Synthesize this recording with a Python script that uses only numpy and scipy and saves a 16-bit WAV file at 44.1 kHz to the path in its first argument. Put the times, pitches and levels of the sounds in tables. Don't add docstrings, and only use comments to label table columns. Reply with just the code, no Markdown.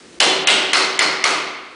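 import sys
import numpy as np
from scipy import signal
from scipy.fft import rfft, irfft
from scipy.io import wavfile
from scipy.ndimage import uniform_filter1d

SR = 44100
rng = np.random.default_rng(int(sys.argv[2]) if len(sys.argv) > 2 else 0)


def elevation(decibels):
    levels = np.asarray(decibels, float)
    return 10 ** (levels / 20)


def output_pcm(signal):
    pcm = np.clip(np.atleast_2d(signal).T, -1, 1) * 32767
    wavfile.write(sys.argv[1], SR, np.round(pcm).astype(np.int16))


N = 77175
T = np.arange(N) / SR


def rms_one(x):
    return x / np.sqrt(np.mean(x ** 2) + 1e-20)


def at_hz(points, hz, axis=1):
    points = np.array(points)
    return np.interp(np.log(hz), np.log(points[:, 0]), points[:, axis])


def filtered(x, order, hz, kind):
    return signal.sosfilt(signal.butter(order, hz, kind, fs=SR, output="sos"), x)


def filtered_in_place(x, order, hz, kind):
    return signal.sosfiltfilt(signal.butter(order, hz, kind, fs=SR, output="sos"), x)


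def bands(white):
    edges = 40 * 2 ** np.arange(0, 8.4, 1 / 3)
    for k, (low, high) in enumerate(zip(edges, edges[1:])):
        yield np.sqrt(low * high), filtered(white[k % 2], 2, [low, high], "band")


def coloured(spectrum, size):
    white = rng.standard_normal((2, size))
    return rms_one(sum(elevation(at_hz(spectrum, hz)) * band for hz, band in bands(white)))


def drift(rate, count):
    r = np.exp(-2 * np.pi * rate / SR)
    chance = rng.standard_normal((count, N + SR // 4))
    settled = signal.lfilter([1], [1, -2 * r, r * r], chance)[:, -N:]
    return rms_one(settled)


def ring(hz, t60):
    click = np.zeros(N)
    click[0] = 1
    r, w = elevation(-60 / (t60 * SR)), 2 * np.pi * hz / SR
    return signal.lfilter([0, np.sin(w)], [1, -2 * r * np.cos(w), r * r], click + 1e-18)


# frequency in Hz, density in dB per Hz.
AIR = [(25, -14), (65, -2), (110, -6), (330, 7.5), (620, -6), (2000, -7.5), (5000, -10.5), (10400, -17.5)]
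AIR_DB, AIR_DUCK_DB, DUCK_S = -43.5, -7, 0.72


def garage_air(first_blow_s):
    ducked_db = AIR_DUCK_DB * np.clip((T - first_blow_s) / DUCK_S, 0, 1)
    return elevation(AIR_DB + ducked_db) * coloured(AIR, size=N)


# frequency in Hz, density in dB per Hz.
CRACK = [(60, -54.5), (130, -7), (300, -2), (1000, -3.5), (1700, -4.5), (3000, -1), (5500, -6),
         (10400, -12.5)]
CRACK_DB, CRACK_S = -2, 0.0041


def crack():
    return elevation(CRACK_DB) * coloured(CRACK, size=N) * np.exp(-T / CRACK_S)


# low mode in Hz, its level in dB, high mode in Hz, its level in
# dB.
CLANG = [
    (2930, -3.5, 6160, -21),
    (2550, -6.5, 5900, -12.5),
    (2040, -1, 3200, -12),
    (2060, 2.5, 7200, -2),
    (2150, 1.3, 5800, -4.5),
]
CLANG_T60_S = 0.021


def seated_clang(low_hz, low_db, high_hz, high_db):
    return elevation(low_db) * ring(low_hz, CLANG_T60_S) - elevation(high_db) * ring(high_hz, CLANG_T60_S)


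# mode in Hz, width in Hz, level in dB.
RING_1 = [(1810, 24, -10), (2066, 36, -6.5), (2790, 81, -6.5), (3040, 52, -0.5), (3450, 45, -1),
          (4030, 37, -11), (4180, 46, -1), (5380, 38, -10.5)]
RING_2 = [(1442, 23, -3.5), (2090, 64, -3.5), (2800, 240, -1.5), (3300, 1160, -4.5), (3426, 19, -1.5),
          (3830, 47, -9), (8100, 350, -9), (3340, 44, -7)]
RING_3 = [(1306, 315, -3.5), (2070, 130, 0), (2550, 85, -6.5), (4210, 370, -7), (4450, 55, -3),
          (5180, 120, -8), (6300, 47, -20), (10300, 120, -15.5)]
RING_4 = [(1390, 80, -5), (2087, 270, -1), (2980, 60, -8), (4296, 110, 0.5), (4770, 34, -3),
          (5240, 170, -6.5), (6840, 27, -11), (1180, 164, -6)]
RING_5 = [(1230, 290, -2.5), (2160, 230, -2.5), (2540, 35, -3.5), (2800, 190, -23), (3240, 45, -23),
          (3660, 27, -15.5), (4360, 250, -7), (6500, 39, -12)]
RINGS = [RING_1, RING_2, RING_3, RING_4, RING_5]
RING_DB, WIDEN_HZ = -11.5, 56.5


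def punch_and_sleeve(modes):
    out = np.zeros(N)
    for k, (hz, width_hz, db) in enumerate(modes):
        t60 = np.log(1000) / np.pi / (width_hz + WIDEN_HZ)
        out += (-1) ** k * elevation(RING_DB + db) * ring(hz, t60)
    return out


# frequency in Hz, level in dB, fall by 60 dB in seconds.
FRAME = [(158.7, -6, 0.64), (300.5, 4, 0.56), (379.9, 10, 0.69), (502, -5, 0.58), (558, -2.5, 0.58),
         (753, 13, 0.43), (1174, -1.5, .6)]
FRAME_DB, SHAKE_S = -24.5, 0.09
FRAME_WAVER, WAVER_PER_S = 0.4, 10


def frame_hum(body_db):
    swell = (1 - np.exp(-T / SHAKE_S)) ** 2
    waver = 1 + FRAME_WAVER * drift(WAVER_PER_S, len(FRAME))
    out = np.zeros(N)
    for (hz, db, t60), unsteady in zip(FRAME, waver):
        out += elevation(FRAME_DB + body_db + db) * ring(hz, t60) * swell * unsteady
    return out


def blow(modes, clang, body_db):
    return crack() + seated_clang(*clang) + punch_and_sleeve(modes) + frame_hum(body_db)


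BODY_HZ, BRIGHT_HZ, TAIL_RING_DB = 900, 4500, 8.5


def colour(modes, body_db, bright_db):
    hz = np.arange(1, N // 2 + 2) * SR / N
    peaks = sum(elevation(2 * (TAIL_RING_DB + db)) / (1 + (2 * (hz - top_hz) / width_hz) ** 2)
                for top_hz, width_hz, db in modes)
    tilt_db = body_db / (1 + (hz / BODY_HZ) ** 2) + bright_db / (1 + (BRIGHT_HZ / hz) ** 2)
    return elevation(tilt_db) * np.sqrt(elevation(2 * at_hz(CRACK, hz)) + peaks)


# frequency in Hz, fall by 60 dB in seconds, build-up in seconds, level in dB.
GARAGE = [(130, 0.88, 0.049, -10), (350, 1.23, 0.016, 0), (900, 1.11, 0.0075, 2),
          (2310, 1.147, 0.0032, 0.5), (5370, 0.8, .008, 1.5), (8330, 0.5, 0.0061, 1.5)]
TAIL_DB, SAME_TAIL = -7, 0.23
GRAIN_DB, GRAIN_PER_S, GRAIN_FADE_S = 3, 700, 0.12


def garage(colours):
    alike = rng.standard_normal((2, 1, N))
    own = rng.standard_normal((2, len(colours), N))
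    white = np.sqrt(SAME_TAIL) * alike + np.sqrt(1 - SAME_TAIL) * own
    lumps_db = GRAIN_DB * np.exp(-T / GRAIN_FADE_S) * drift(GRAIN_PER_S, len(colours))
    struck = irfft(rfft(white * elevation(lumps_db)) * colours, N)
    tails = 0
    for hz, band in bands(struck):
        fall_db = at_hz(GARAGE, hz, axis=3) - 60 * T / at_hz(GARAGE, hz)
        build_up = (1 - np.exp(-T / at_hz(GARAGE, hz, axis=2))) ** 2
        tails = tails + band * elevation(fall_db) * build_up
    return elevation(TAIL_DB) * tails


# start in seconds, peak in dB, echo in dB, low body in dB, brightness in dB.
BLOWS = [
    (0.202, 1, 2, 5.5, -0.5),
    (0.472, -1.5, 2.5, 2.5, -2.5),
    (0.732, -2, 0, 3.5, 3.5),
    (0.991, -3.5, 1.5, 4, -1.5),
    (1.24, -3.5, 0.5, 3, 2),
]
ARRIVES_S = 0.00018


def scene():
    colours = [colour(modes, body_db, bright_db)
               for (_, _, _, body_db, bright_db), modes in zip(BLOWS, RINGS)]
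    out, tails = np.zeros(N), garage(colours)
    for (s, db, tail_db, body_db, _), modes, clang, tail in zip(BLOWS, RINGS, CLANG, tails):
        start = int((s + ARRIVES_S) * SR)
        heard = blow(modes, clang, body_db) + elevation(tail_db) * tail
        out[start:] += elevation(db) * heard[:N - start]
    return out[None]


# length in seconds, lower edge in Hz.
STARVED = [
    (0.0074, 750),
    (0.023, 4600),
    (0.003, 4100),
    (0.0049, 3700),
    (0.004, 3800),
]
STARVE_DB, SMEAR_S, SMEAR_DB = -30, 0.004, -20


def starve_and_smear(x):
    smear = filtered(coloured(CRACK, size=N), 2, BODY_HZ, "high")
    for (s, db, *_), (length_s, above_hz) in zip(BLOWS, STARVED):
        treble = filtered_in_place(x, 10, above_hz, "high")
        ahead = (T > s - SMEAR_S - length_s) & (T < s - 0.001)
        x = x - (1 - elevation(STARVE_DB)) * uniform_filter1d(1. * ahead, size=90) * treble
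        rise = np.clip(1 + (T - s) / SMEAR_S, 0, 1) ** 2 * (T < s + ARRIVES_S)
        x = x + elevation(db + SMEAR_DB) * smear * rise
    return x


GAP_FROM_S, GAP_TO_S, GAP_ABOVE_HZ, GAP_DB = 0.008, 0.03, 5800, -18


def gaps(x):
    edges = GAP_ABOVE_HZ * 2 ** np.arange(0, 1, 0.15)
    after = sum((T > s + GAP_FROM_S) & (T < s + GAP_TO_S) for s, *_ in BLOWS)
    for low, high, chance in zip(edges, edges[1:], drift(60, count=6)):
        band = filtered_in_place(x, 5, [low, high], "band")
        dropped = uniform_filter1d(1. * after * (chance < 0.1), size=60)
        x = x - (1 - elevation(GAP_DB)) * dropped * band
    return x


def low_pass(x):
    return signal.sosfilt(signal.butter(12, 10750, fs=SR, output="sos"), x)


TOP, LOW_CUT_HZ, CUTOFF_HZ = 0.89, 134, 10330


def record(dry):
    x = filtered(TOP * np.tanh(dry / TOP), 4, LOW_CUT_HZ, "high")
    x = x + garage_air(first_blow_s=BLOWS[0][0])
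    x = gaps(starve_and_smear(x))
    mix = signal.sosfiltfilt(signal.cheby2(14, 30, CUTOFF_HZ, fs=SR, output="sos"), x)
    return low_pass(mix)


dry = scene()
out = record(dry)
output_pcm(out)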